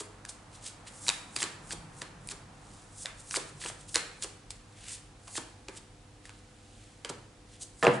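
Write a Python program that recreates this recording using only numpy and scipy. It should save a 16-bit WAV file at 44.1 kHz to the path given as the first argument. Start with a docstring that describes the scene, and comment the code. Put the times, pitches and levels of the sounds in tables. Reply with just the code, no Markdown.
"""Overhand card shuffle above a wooden table

Packets of large cards slide (speed-shaped hiss), land (hollow noise thuds) and snap at the edges (crack plus
gliding ring). Late on, one card is laid down with a flick, then the deck is knocked on the table (decaying
modes, clatter and a hollow thump). All return from a small bare room (noise tails). Mains hum (sines), still
air, a faint far-off rush and a low rumble (coloured noise) lie underneath.
"""
import sys
import numpy as np
from scipy import signal
from scipy.fft import rfft, irfft
from scipy.io import wavfile

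SR = 44100
rng = np.random.default_rng(int(sys.argv[2]) if len(sys.argv) > 2 else 0)


def put_to_file(sound):
    """Save the sound as 16-bit audio at rate SR, in the file named by the first command-line argument."""
    columns = np.atleast_2d(sound).T  # one column per channel
    safe = np.clip(columns, -1, 1)
    whole_steps = np.round(safe * 32767)
    wavfile.write(sys.argv[1], SR, whole_steps.astype(np.int16))


N = 352800
BLOW_T_S = np.arange(SR // 2) / SR  # time after a blow

# All event levels are relative within their layer.
# Room air spectrum: (frequency [Hz], relative level [dB])
AIR_SPECTRUM = [(15, -36), (25, -4), (48, 1.5), (69, -14), (104, -2.5), (197, -19), (223, -9.5), (296, -16),
                (372, -16.5), (505, -19.5), (635, -22.5), (759, -16), (884, -24), (8530, -31.5),
                (11000, -36), (14300, -63), (22000, -120)]
# Mains hum partials: (frequency [Hz], rms level [dB])
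HUM_PARTIALS = [(100, -61.5), (150, -79), (200, -73), (300, -68), (500, -70)]
# Far-off rush and low rumble spectra: (frequency [Hz], relative level [dB])
RUSH_SPECTRUM = [(60, -17.5), (150, 4.5), (400, -6), (900, -1), (1400, -5), (2500, -14.5), (6000, -31.5)]
RUMBLE_SPECTRUM = [(40, -10), (110, -23), (135, -2.5), (162, -4), (195, -15), (300, -24.5), (900, -52.5)]
# Single swell of the rush: (peak time [s], half-width [s], level [dB])
RUSH_SWELL = (1.46, 1.1, -55.5)
# Waves of the rumble: (peak time [s], half-width [s], level [dB])
RUMBLE_SWELLS = [(1.78, 0.055, -48), (2.25, 0.11, -53.5), (3.55, 0.32, -57.5)]
# Difference of the two microphone ports in diffuse sound: (frequency [Hz], relative level [dB])
PORT_DIFFERENCE = [(40, -25), (130, -14), (300, 1), (600, 4), (1100, 4), (2200, 5), (5000, 4.5), (10000, 4)]

# Packets drawn off and dropped back, soft thuds at snaps, and the deck's last thump on the table:
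# (landing time [s], draw level [dB], skid length [s], skid level [dB], thud level [dB], hollow pitch [Hz])
LANDINGS = [(.006, -37, 0.0079, -36.5, -37, 408), (1.081, -40.5, 0.017, -32.5, -35, 890),
            (1.365, -58, 0.0069, -32, -43, 326), (1.434, -41.5, 0.047, -29, -35.5, 386),
            (1.732, -47, 0.02, -33.5, -40, 355), (2.022, -50.5, 0.0089, -41, -41.5, 367),
            (2.321, -53.5, 0.023, -35, -45.5, 422), (3.05, -40, .005, -54, -44, 620),
            (3.369, -36.5, 0.02, -25, -31, 410), (3.652, -53, 0.014, -37.5, -38.5, 350),
            (3.699, -41.5, 0.036, -37.5, -42, 664), (3.959, -47, 0.011, -24, -32, 400),
            (4.244, -54.5, 0.026, -32, -39, 422), (5.282, -60.5, 0.01, -46.5, -50, 800),
            (5.38, -42, 0.029, -29.5, -34.5, 285), (5.683, -72, 0.0026, -56.5, -39, 376),
            (5.784, -58, 0.037, -43, -59, 400), (7.05, -69, 0.0032, -44, -39, 418),
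            (7.098, -74, 0.0071, -35.5, -36, 378), (7.869, -46, 0.05, -53, -19.5, 311)]
# Cards rubbed over each other: (time of peak speed [s], rise [s], level [dB], lower hiss edge [Hz])
CARD_RUBS = [(0.294, 0.015, -38.5, 4200), (0.557, 0.054, -49.5, 3040), (.668, 0.058, -39, 3460),
             (0.877, .022, -42.5, 1990), (.96, 0.095, -50, 5260), (2.78, 0.34, -56, 3700),
             (3.2, 0.063, -50, 4970), (3.491, .03, -49.5, 4000), (3.62, 0.025, -38, 2500),
             (3.81, .05, -51, 3930), (3.888, 0.008, -42.5, 3980), (3.98, 0.032, -37, 2500),
             (4.508, 0.0086, -40.5, 3570), (4.891, 0.17, -44.5, 1980), (4.924, .07, -37.5, 4440),
             (6.262, 0.036, -52, 1480), (6.379, 0.097, -60, 2000), (6.819, 0.51, -58.5, 2200),
             (7.539, 0.077, -54, 2520), (7.623, 0.023, -36, 4340), (7.944, 0.059, -46.5, 4930)]
# Sliding paper spectrum: (frequency [Hz], relative level [dB])
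HISS_SPECTRUM = [(200, 17.5), (1000, 9.5), (2300, 5.5), (4200, 3.5), (5800, 2), (7600, 6), (9500, 5),
                 (11000, -4.5)]
# Draw: thin, bright, fastest just before landing; rise and fall times are to -20 dB
DRAW_LEAD_S, DRAW_RISE_S, DRAW_FALL_S, DRAW_EDGE_HZ = 0.024, 0.1, 0.069, 5430
# Skid: fuller, peaks a share of its length before landing
SKID_LEAD_SHARE, SKID_FALL_S, SKID_EDGE_HZ = 0.2, 0.013, 3680
# Rub: a longer one takes longer to stop
RUB_STOP_S, RUB_FALL_SHARE = 0.019, 0.57
# Second, weaker resonance of the air under what lands
OVERTONE_RATIO, OVERTONE_DB = 2.47, -7.5

# Edges snapping free: (time [s], level [dB], card ring [Hz], treble tilt [units of 0.52 dB/octave])
EDGE_SNAPS = [(.2506, -31, 1710, 1), (0.2914, -34, 7100, -1), (1.082, -12.5, 4000, 7),
              (1.09, -10.5, 3860, 4), (1.099, -20.5, 2620, -5), (1.363, -18, 4820, 2),
              (1.4202, -23.5, 1890, -8), (1.4282, -17, 7500, -3), (1.4388, -22.5, 4170, 5),
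              (1.7073, -29.5, 1650, -2.5), (1.7214, -35.5, 7470, 0), (2.0174, -26.5, 1840, -4.5),
              (2.273, -29.5, 9800, 17), (2.2879, -28.5, 8650, 1), (3.0572, -23, 3620, -7.5),
              (3.3094, -25.5, 6000, -2.5), (3.3417, -23.5, 1500, -16), (3.3683, -19.5, 4630, 10),
              (3.6156, -35, 1860, -7), (3.6387, -31.5, 1760, -4), (3.6602, -28, 3000, -12),
              (3.944, -20, 9500, 1), (3.957, -11, 4260, 0.5), (3.967, -22, 1690, -17),
              (4.223, -25, 7090, 8), (4.5053, -27.5, 7700, 4), (5.2785, -36.5, 1140, 7),
              (5.3792, -25, 1170, 8), (5.6843, -31.5, 2490, -3), (6.254, -38, 1870, 6),
              (6.2934, -36, 1630, -6), (7.0473, -26, 3160, -6), (7.0991, -33, 1410, 10),
              (7.8266, -20.5, 1750, -18), (7.8318, -24, 1820, -8), (7.842, -27, 7500, -6),
              (7.8494, -19, 1210, -15), (7.8673, -11.5, 2650, -25.5)]
# Edge crack spectrum: (frequency [Hz], relative level [dB])
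CRACK_SPECTRUM = [(200, -11.5), (600, -8), (950, -4.5), (1500, -3), (2000, -2), (2550, 1), (3200, -3),
                  (3900, -1), (4700, 1), (5400, -1.5), (6200, -2), (7800, 0), (11000, -6.5)]
# Ticks of loose edges: level over the skid, scatter, card ring, scatter, tilt as in EDGE_SNAPS
TICK_DB, TICK_SPREAD_DB = -1.5, 0.5
TICK_RING_HZ, TICK_SPREAD_OCTAVES, TICK_TREBLE_TILT = 3020, 0.703, -4.5

# Room tail spectrum: (frequency [Hz], relative level [dB])
WALL_SPECTRUM = [(80, -5), (200, 5), (500, 0.5), (1500, 5), (3000, 0.5), (6000, -2.5), (11000, -1.5)]
# Blows on the table top: (time [s], level [dB], highest pitch the contact drives [Hz])
TABLE_KNOCKS = [(7.0982, -43, 300), (7.8271, -25, 2000), (7.8333, -25, 1610), (7.844, -25, 1780),
                (7.8672, -21, 1320), (7.875, -24.5, 452)]
# Table top modes: (frequency [Hz], relative level [dB], t60 [s])
TABLE_MODES = [(86, -17, 0.059), (127.7, 3.5, 0.39), (221, 1, 0.16), (384, 1, 0.1), (488.5, 2, 0.24),
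               (542, -4, 0.26), (638, -8, 0.17), (664, -9, 0.14), (865, -12, .18), (990, -12, .2),
               (1056, 0, .18), (1223, 0.5, 0.18), (1410, -7, 0.25), (1626, -11.5, 0.13), (1772, -1, 0.14),
               (1940, -7, 0.17), (2310, -20, 0.15), (2570, -14, .15)]
# Wooden clatter spectrum: (frequency [Hz], relative level [dB])
WOOD_SPECTRUM = [(60, -15), (130, 7), (280, -2), (700, 0), (1500, -9.5), (2200, -19), (3200, -7),
                 (6000, -27)]


def undb(db):
    """Decibels to gain."""
    return 10 ** (np.asarray(db) / 20)


def unit(x):
    """Scale to rms 1."""
    return x / np.sqrt(np.mean(x ** 2))


def burst(x, seconds):
    """Scale to the energy of rms 1 held for the given time."""
    return x * np.sqrt(seconds * SR / np.sum(x ** 2))


def add(track, start_s, x):
    """Mix x into the track from start_s on."""
    i = int(start_s * SR)
    x, i = x[max(-i, 0):], max(i, 0)
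    track[i:i + len(x)] += x[:max(N - i, 0)]


def colour(x, points, tilt_db_per_octave=0., size=4096):
    """Minimum-phase filter through (Hz, dB) points, tilted above 1800 Hz."""
    hz, db = np.transpose(points)
    f = np.maximum(np.arange(size // 2 + 1) * SR / size, 1)
    shape_db = np.interp(np.log(f), np.log(hz), db)
    shape_db = shape_db + tilt_db_per_octave * np.log2(np.maximum(f / 1800, 1))
    # fold the cepstrum to make the response causal
    cepstrum = irfft(np.log(undb(shape_db)))
    cepstrum[1:size // 2] *= 2
    cepstrum[size // 2 + 1:] = 0
    response = irfft(np.exp(rfft(cepstrum, size)))
    return signal.fftconvolve(x, response)[:len(x)]


def cut(x, hz, kind, order=2):
    """Butterworth low-pass or high-pass."""
    sos = signal.butter(order, min(hz, SR / 3), kind, fs=SR, output="sos")
    return signal.sosfilt(sos, x)


def resonate(x, hz, q):
    """One broad resonance."""
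    b, a = signal.iirpeak(min(hz, SR / 4), max(q, .6), fs=SR)
    return signal.lfilter(b, a, x)


def noise(count):
    """White noise."""
    return rng.standard_normal(count)


def fade(t, t60_s):
    """Exponential decay by 60 dB in t60_s."""
    return np.exp(-np.log(1000) * t / t60_s)


def walk(count, rate_hz):
    """Random wander: normal draws at rate_hz, joined by straight lines."""
    at = np.arange(count) / SR * rate_hz
    knots = int(at[-1]) + 2
    return np.interp(at, np.arange(knots), noise(knots))


def swell(t, peak_s, half_width_s, db):
    """Gain of something that draws near and recedes."""
    return undb(db) / np.hypot(1, (t - peak_s) / half_width_s)


def background(air_db=-56.5, side_db=-9):
    """Still room air, mains hum, and a far rush with a low rumble that comes and goes."""
    t = np.arange(N) / SR
    rush_gain = swell(t, *RUSH_SWELL)
    rumble_gain = np.sqrt(sum(swell(t, *row) ** 2 for row in RUMBLE_SWELLS))

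    def diffuse():
        """One independent draw of air, rush and rumble noise."""
        air = undb(air_db) * unit(colour(noise(N), AIR_SPECTRUM))
        flutter = undb(0.23 * walk(N, 4.68))
        rush = rush_gain * flutter * unit(colour(noise(N), RUSH_SPECTRUM))
        rumble = rumble_gain * unit(colour(noise(N), RUMBLE_SPECTRUM))
        return air + rush + rumble

    mid, side = diffuse(), diffuse()
    hum = sum(undb(db) * np.sqrt(2) * np.sin(2 * np.pi * (hz * t + rng.random()))
              for hz, db in HUM_PARTIALS)
    side = undb(side_db) * colour(side, PORT_DIFFERENCE)
    return mid + hum + np.array([side, -side])


def strokes():
    """All slides as (peak s, rise s, fall s, dB, edge Hz): rubs, plus a draw and a skid per landing."""
    rows = [(s, rise_s, RUB_STOP_S + RUB_FALL_SHARE * rise_s, db, edge_hz)
            for s, rise_s, db, edge_hz in CARD_RUBS]
    for s, draw_db, length_s, skid_db, _, _ in LANDINGS:
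        rows.append((s - DRAW_LEAD_S, DRAW_RISE_S, DRAW_FALL_S, draw_db, DRAW_EDGE_HZ))
        rows.append((s - SKID_LEAD_SHARE * length_s, length_s, SKID_FALL_S, skid_db, SKID_EDGE_HZ))
    return rows


def slides(catch_db=2.5, body_db=-17, edge_db=-4, edge_q=0.65, slide_db=-2, roundness=1.25):
    """Paper fibres catch and slip: hiss follows stroke speed, boosted just above its lower edge."""
    out = np.zeros(N)
    for s, rise_s, fall_s, db, edge_hz in strokes():
        t = np.arange(-2 * rise_s, 2 * fall_s, 1 / SR)
        speed = 10 ** -(np.abs(t / np.where(t < 0, rise_s, fall_s)) ** roundness)
        catching = undb(catch_db * walk(len(t), 300))
        grains = colour(noise(len(t)) * catching, HISS_SPECTRUM)
        bright = cut(grains, edge_hz, "high")
        edge = undb(edge_db) * resonate(bright, 1.17 * edge_hz, edge_q)
        body = undb(body_db) * cut(grains, 340, "high")
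        add(out, s - 2 * rise_s, undb(db + slide_db) * speed * unit(bright + edge + body))
    return out


def thuds(settle_t60_s=0.058, q=3.3):
    """Cards or the whole deck land and squeeze out the air beneath: a short hollow thud."""
    out, t = np.zeros(N), BLOW_T_S[:SR // 8]
    for s, _, _, _, db, hollow_hz in LANDINGS:
        for ratio, part_db in ((1, 0), (OVERTONE_RATIO, OVERTONE_DB)):
            hz = ratio * hollow_hz
            hollow = resonate(noise(len(t)) * fade(t, settle_t60_s), hz, q)
            hollow = cut(hollow, 0.49 * hz, "high")
            add(out, s, undb(db + part_db) * burst(hollow, 0.0041))
    return out


def ticks(count=3):
    """Loose edges catch at random during a skid: snap rows that follow its level."""
    rows = []
    for s, _, length_s, skid_db, _, _ in LANDINGS:
        for early, size, pitch in zip(rng.random(count), noise(count), noise(count)):
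            db = skid_db + TICK_DB + TICK_SPREAD_DB * size
            ring_hz = TICK_RING_HZ * 2 ** (TICK_SPREAD_OCTAVES * pitch)
            rows.append((s - early * length_s, db, ring_hz, TICK_TREBLE_TILT))
    return rows


def snaps(ring_db=-5, ring_spread_db=-12, snap_db=1, spread_db=-3, tilt_db_per_octave=0.52, glide=0.036):
    """An edge lets go: crack and flexed-card ring; also returns the plainer click fed to the room."""
    direct, spread = np.zeros((2, N))
    t = BLOW_T_S[:SR // 20]
    decay = fade(t, .0095)
    shape = decay * (1 - np.exp(-t / .0007))
    for s, db, ring_hz, treble in EDGE_SNAPS + ticks():
        tilt = tilt_db_per_octave * treble
        crack = burst(colour(noise(len(t)) * shape, CRACK_SPECTRUM, tilt), 0.00043)
        # the ring sinks as the card relaxes
        hz = ring_hz * (1 + glide * (2 * decay - 1))
        ring = burst(np.sin(2 * np.pi * np.cumsum(hz) / SR) * shape, 0.00056)
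        click = burst(colour(signal.unit_impulse(len(t)), CRACK_SPECTRUM, tilt), 0.00063)
        add(direct, s, undb(db + snap_db) * (crack + undb(ring_db) * ring))
        add(spread, s, undb(db + spread_db) * (click + undb(ring_spread_db) * ring))
    return direct, spread


def room(x, wet_db, echo_db, low_t60_s=0.62, high_t60_s=0.37, echo_t60_s=0.017):
    """After a short gap: a smeared echo from a near surface and the tail of a small bare room."""
    gap = np.zeros(int(.0092 * SR))
    tails = []
    for _ in range(2):
        n = noise(len(BLOW_T_S))
        low = cut(n, 5300, "low", order=1) * fade(BLOW_T_S, low_t60_s)
        high = cut(n, 2900, "high", order=1) * fade(BLOW_T_S, high_t60_s)
        tail = burst(colour(low + high, WALL_SPECTRUM), 1 / SR)
        tail = np.concatenate([gap, tail])
        tails.append(undb(wet_db) * signal.fftconvolve(x, tail)[:N])
    near = burst(noise(len(BLOW_T_S)) * fade(BLOW_T_S, echo_t60_s), 1 / SR)
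    near = np.concatenate([gap, near])
    mid = tails[0] + undb(echo_db) * signal.fftconvolve(x, near)[:N]
    side = .33 * colour(tails[1], PORT_DIFFERENCE)
    return np.array([mid + side, mid - side])


def knocks(clatter_t60_s=0.089, clatter_db=-2, stiff_hz=220):
    """The table top rings in its modes, over a dense short clatter of the board and what lies on it."""
    out = np.zeros(N)
    modes = np.zeros(len(BLOW_T_S))
    for k, (hz, db, t60_s) in enumerate(TABLE_MODES):
        # neighbouring modes swing in opposite directions
        modes += (-1) ** k * undb(db) * np.sin(2 * np.pi * hz * BLOW_T_S) * fade(BLOW_T_S, t60_s)
    for s, db, contact_hz in TABLE_KNOCKS:
        clatter = colour(noise(len(BLOW_T_S)) * fade(BLOW_T_S, clatter_t60_s), WOOD_SPECTRUM)
        clatter = cut(clatter, stiff_hz, "high", order=1)
        blow = cut(unit(modes) + undb(clatter_db) * unit(clatter), contact_hz, "low")
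        # a light, hard contact hardly moves the whole board
        blow = cut(blow, 0.18 * contact_hz, "high")
        add(out, s, undb(db) * burst(blow, .016))
    return out


def scene(hands_pan_db=-0.56, table_pan_db=-0.9):
    """Mix all layers, a little right of centre; cards and table return from the room."""
    lean = np.array([[.5], [-.5]])  # left, right share of the pan
    edges, clicks = snaps()
    landings, hiss, blows = thuds(), slides(), knocks()
    hands = edges + room(clicks, wet_db=-5.5, echo_db=-8)
    hands = hands + landings + room(landings, wet_db=-7, echo_db=-7.5)
    hands = hands + hiss + room(hiss, wet_db=-9.5, echo_db=-45)
    table = blows + room(blows, wet_db=-8, echo_db=-9)
    return (hands + background()) * undb(hands_pan_db * lean) + table * undb(table_pan_db * lean)


def record(dry, low_hz=28.3, top_hz=11030):
    """A small microphone: steep high-pass in the deepest bass, steep elliptic low-pass in the treble."""
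    thin = cut(dry, low_hz, "high", order=8)
    top = signal.ellip(10, .2, 75, top_hz, fs=SR, output="sos")
    return signal.sosfilt(top, thin)


dry = scene()
out = record(dry)
put_to_file(out)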